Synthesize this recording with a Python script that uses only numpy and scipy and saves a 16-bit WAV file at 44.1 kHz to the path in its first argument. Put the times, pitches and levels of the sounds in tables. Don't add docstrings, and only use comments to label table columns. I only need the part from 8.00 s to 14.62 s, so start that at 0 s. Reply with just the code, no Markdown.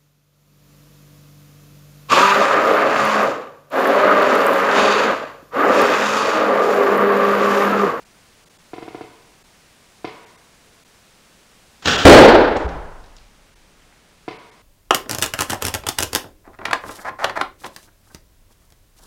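import sys
import numpy as np
from scipy import signal
from scipy.fft import rfft, irfft
from scipy.io import wavfile
from scipy.ndimage import uniform_filter1d

SR = 44100
rng = np.random.default_rng(int(sys.argv[2]) if len(sys.argv) > 2 else 0)


def field_ratio(decibels):
    return 10 ** (np.asarray(decibels, dtype=float) / 20)


def dump(signal):
    limited = np.clip(np.atleast_2d(signal).T, -1, 1)
    pcm = np.round(limited * 32767).astype(np.int16)
    wavfile.write(sys.argv[1], SR, pcm)


N = 291942


def evened(x):
    return x / np.sqrt(np.mean(x ** 2) + 1e-20)


def read(points, hz):
    f, value = np.transpose(points)
    return np.interp(np.log(hz + 1), np.log(f + 1), value)


def add(mix, start_s, sound):
    part = mix[round(start_s * SR):][:len(sound)]
    part += sound[:len(part)]


def coloured(x, spectrum):
    gain = field_ratio(read(spectrum, np.fft.rfftfreq(len(x), 1 / SR)))
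    return irfft(rfft(x) * gain, len(x))


def noise(length, spectrum):
    return evened(coloured(rng.standard_normal(length), spectrum))


def ring(hz, db, t60, rise=0.00009):
    t = np.arange(round(SR * (abs(t60) + 0.01))) / SR
    return field_ratio(db - 60 * t / t60) * np.sin(2 * np.pi * hz * t) * (1 - np.exp(-t / rise))


def burst(db, t60, spectrum, rise=0.0006):
    t = np.arange(SR // 4) / SR
    shape = field_ratio(db - 60 * t / t60) * (1 - np.exp(-(t / rise) ** 2))
    return shape * noise(len(t), spectrum)


def click(db, spectrum):
    gain = np.log(field_ratio(read(spectrum, abs(np.fft.fftfreq(4096, 1 / SR)))))
    pulse = np.fft.ifft(np.exp(np.conj(signal.hilbert(gain)))).real[:2048]
    return field_ratio(db) * pulse / np.linalg.norm(pulse)


# (frequency [Hz], t60 [s])
ROOM_DECAY = [(60, 1.3), (150, 0.85), (350, 0.84), (700, 0.97), (1100, 1.178), (1600, 1.062), (3200, 0.87),
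              (6000, 0.68), (12000, 0.69)]


def room(x, start, build):
    size = 2 * SR
    taps = np.zeros(size)
    at = np.arange(0, size - 16, 16)
    taps[at + rng.integers(0, 16, len(at))] = rng.choice([-1., 1.], len(at))
    hz, t, z = signal.stft(taps, SR, nperseg=512)
    decay = field_ratio(-60 * t / read(ROOM_DECAY, hz)[:, None])
    tail = signal.istft(z * decay, SR, nperseg=512)[1][:size]
    since_walls = np.maximum(np.arange(size) / SR - start, 0)
    tail = tail * (1 - np.exp(-since_walls / build))
    return signal.fftconvolve(x, tail / np.linalg.norm(tail))[:N]


# (frequency [Hz], level [dB per Hz])
HISS_TONE = [(100, 0), (2000, 0), (6000, -2), (10000, -5), (12000, -7), (13000, -10.5), (16000, -16)]


def recorder_hiss():
    hiss_db, duck_s, duck_db = -55.5, 4.1, -3.5
    after_hit = np.arange(N) / SR > duck_s
    return noise(N, HISS_TONE) * field_ratio(hiss_db + duck_db * after_hit)


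# (frequency [Hz], level [dB per Hz])
AIR_TONE = [(15, 1), (30, 4), (100, -2), (185, 1), (300, -4), (500, -5), (1000, -8), (2500, -11),
            (6000, -20), (12000, -40)]


def still_air():
    return field_ratio(-56) * noise(N, AIR_TONE)


# (time [s], level [dB], t60 [s])
FLOOR_JOLTS = [
    (4.102, -20, 2.1),
    (4.72, -29, 1.03),
    (5.5, -59, 6.0),
]
# (frequency [Hz], level [dB], t60 [s])
REBOUND_MODES = [(62, -9, 0.14), (170, -30, .6)]


def boards():
    sway_hz, width_hz, skirt_hz, rise_s = 19, 37, 69.65, 0.031
    rebound_s = 4.645
    t = np.arange(N) / SR
    turn = np.exp(2j * np.pi * sway_hz * t)
    r, wide = np.exp(-np.pi * np.array([width_hz, skirt_hz]) / SR)
    slow = signal.lfilter([1], np.convolve([1, -r], [1, -wide]), rng.standard_normal(N) / turn)
    slow = slow / np.sqrt(uniform_filter1d(abs(slow) ** 2, size=3000))
    level = np.zeros(N)
    for s, db, t60 in FLOOR_JOLTS:
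        age = np.maximum(t - s, 0)
        level += field_ratio(db - 60 * age / t60) * (1 - np.exp(-age / rise_s))
    out = np.sqrt(2) * (slow * turn).real * level
    for mode in REBOUND_MODES:
        add(out, rebound_s, ring(*mode, rise=0.0089))
    return out


# (time [s], peak level [dB], frequency [Hz])
SMALL_TICKS = [
    (4.565, -33, 5500),
    (4.569, -35, 6350),
    (4.689, -38.5, 5000),
    (5.04, -46, 4070),
    (5.059, -49, 5050),
    (5.165, -41, 5600),
    (5.183, -45, 4030),
    (5.82, -50, 2500),
    (5.924, -47.5, 1994),
]


def ticks():
    near, far = np.zeros((2, N))
    for s, db, hz in SMALL_TICKS:
        tone = [(hz / 4, -16), (hz / 2, -3), (hz, 0), (1.3 * hz, -4), (1.5 * hz, -24), (2.2 * hz, -60)]
        add(near, s, burst(db, 0.027, tone))
        add(far, s, click(db + 14.5, tone))
    return near + room(far, 0.002, 0.0049)


# (time [s], peak level [dB], rattle level [dB])
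LIMB_SLIPS = [
    (0.732, -19, -4.5),
    (0.78, -21, -7),
    (0.823, -21, -6),
    (0.878, -21, -6),
    (0.945, -18.5, -7.5),
    (1.008, -19, -7),
    (2.043, -13.5, -1.5),
    (6.278, -14.5, -1.5),
]
# (frequency [Hz], level [dB], t60 [s], sign at the microphone)
LIMB_MODES = [(124, -10, 0.069, 0.96), (314, 1, 0.036, -1.23), (469, -2.5, 0.083, 0.78),
              (739, 0, 0.052, 0.86), (947, -2.5, 0.014, 1), (1382, -3.5, 0.022, 0.53),
              (2010, -22, 0.043, 0.79), (2500, -48, 0.046, -0.51)]
# (frequency [Hz], level [dB per Hz])
RATTLE_TONE = [(150, -16), (500, 1), (850, -3), (970, 3), (1150, 3), (1400, -3.5), (1800, -3), (2180, 0.5),
               (2600, -4), (3100, -6), (5000, -10.5), (6200, -24), (9000, -40), (14000, -60)]
# (delay [s], level [dB])
KNOCK_ECHOES = [(.003, -13.5), (0.0237, -33), (0.0279, -11.5), (0.037, -15), (0.042, -15.5)]


def limb():
    lag_s = 0.0018
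    far_wall_s, far_wall_db = 0.033, -10.5
    wood = np.zeros(SR // 4)
    rattle = burst(-2.5, 0.071, RATTLE_TONE, rise=0.0039)
    for hz, db, t60, sign in LIMB_MODES:
        add(wood, 0, sign * ring(hz, db, t60))
    wood = signal.sosfilt(signal.butter(2, 90, "high", fs=SR, output="sos"), wood)
    near, far = np.zeros((2, N))
    for s, db, bright_db in LIMB_SLIPS:
        add(near, s + lag_s, field_ratio(db - 7.5) * (wood + field_ratio(bright_db) * rattle))
        add(far, s, click(db + bright_db + 8, RATTLE_TONE))
    wet = near + room(field_ratio(-10.0) * near + far, 0.015, 0.0053)
    add(wet, far_wall_s, field_ratio(far_wall_db) * far)
    for delay, db in KNOCK_ECHOES:
        add(wet, delay, field_ratio(db) * near)
    return wet


# (time [s], level [dB])
STRING_RUSH = [
    (3.818, -85.5),
    (3.824, -39),
    (3.84, -43.5),
    (3.853, -28),
    (3.857, -23),
    (3.9, -30.5),
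    (3.97, -24.5),
    (4.05, -30),
]
# (time [s], level [dB], t60 [s])
STRING_SNAPS = [
    (3.857, -10.5, 0.033),
    (3.873, -10, 0.04),
    (3.881, -9.5, 0.042),
]
# (frequency [Hz], level [dB per Hz])
STRING_TONE = [(40, -7.5), (120, -4.5), (250, 0), (400, 1.5), (600, -1.5), (1100, -3.5), (1500, 1),
               (2200, -6), (3100, -1), (4500, -7), (7000, -12.5), (9000, -30), (11500, -36), (16000, -36)]
# (frequency [Hz], level [dB], t60 [s])
BOW_HUM = [(85, -18, .12), (250, -19, .45), (440.5, -26, .3)]


def string():
    s, db = np.transpose(STRING_RUSH)
    rush = field_ratio(np.interp(np.arange(N) / SR, s, db, left=-120, right=-120))
    near = noise(N, STRING_TONE) * rush
    far = np.zeros(N)
    for s, db, t60 in STRING_SNAPS:
        add(near, s, burst(db, t60, STRING_TONE))
        add(far, s + 0.001 * rng.random(), click(db + 22.0, STRING_TONE))
    add(near, 3.874, ring(3050, -17, 0.04, rise=0.003))
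    for mode in BOW_HUM:
        add(near, STRING_SNAPS[0][0], ring(*mode, rise=0.015))
    return near + room(far + near, 0.00092, 0.0077)


# (frequency [Hz], level [dB per Hz])
FOAM_TONE = [(30, -34), (80, -15), (160, -17), (280, -0.5), (400, 2.5), (600, -1), (850, -7.5),
             (1100, -17.5), (1500, -15), (2000, -19), (2600, -22.5), (4500, -25), (7000, -43), (12000, -63)]
# (frequency [Hz], level [dB], t60 [s])
BLOCK_BOOM = [(81, 6, 0.3), (111.5, 4.5, 0.2)]


def arrow():
    hit_s, hit_db, crunch_t60 = 4.0515, 17.5, 0.044
    wag_hz, wag_depth_db, wag_spread_hz = 25.9, 1.4, 52
    near, far = np.zeros((2, N))
    add(near, hit_s, burst(hit_db, crunch_t60, FOAM_TONE, rise=0.0011))
    add(far, hit_s, click(hit_db + 27.5, FOAM_TONE))
    for mode in BLOCK_BOOM:
        add(near, hit_s, ring(*mode))
    wag = noise(N, [(wag_hz / 4, -12), (wag_hz, 0), (wag_hz + wag_spread_hz, -40), (SR, -120)])
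    return near + room(far, 0.0044, 0.013) * field_ratio(wag_depth_db * wag)


def scene():
    return (still_air() + boards() + ticks() + limb() + string() + arrow())[None]


# (time [s], lowest frequency affected [Hz])
THIN_MOMENTS = [(0.045, 1920), (0.452, 1500), (0.492, 1500), (0.581, 900), (1.435, 100), (2.255, 3200),
                (2.37, 1500), (2.843, 400), (3.973, 1790), (4.673, 1236), (5.55, 352), (6.381, 3000),
                (6.509, 2000)]


def thin_out(x, keep_db=3.5, hole_db=-22):
    hz, t, z = signal.stft(x, SR, nperseg=256, noverlap=192)
    level = uniform_filter1d(abs(z), size=15, axis=1)
    weak = level < field_ratio(keep_db / 2) * uniform_filter1d(level, size=9, axis=0)
    depth = np.zeros(z.shape)
    for s, above_hz in THIN_MOMENTS:
        depth += np.exp(-((t - s) / 0.005) ** 4) * (hz[:, None] > above_hz)
    return signal.istft(z * field_ratio(hole_db * depth * weak), SR, nperseg=256, noverlap=192)[1][:N]


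def top_cut(x):
    return signal.sosfilt(signal.butter(12, 16400, fs=SR, output="sos"), x)


# (frequency [Hz], level [dB])
BAND_EDGE = [(9000, 0), (11000, -2), (11700, -7), (12100, -11), (12700, 0), (15700, 2), (16000, -30),
             (22050, -45)]


def record(dry):
    ceiling, coupling_hz = 0.92, 9
    clipped = np.clip(dry[0], -ceiling, ceiling)
    sagged = signal.lfilter(*signal.butter(1, coupling_hz, "high", fs=SR), clipped)
    edged = coloured(sagged + recorder_hiss(), BAND_EDGE)
    mix = thin_out(edged)[None]
    return top_cut(mix)


dry = scene()
out = record(dry)
dump(out)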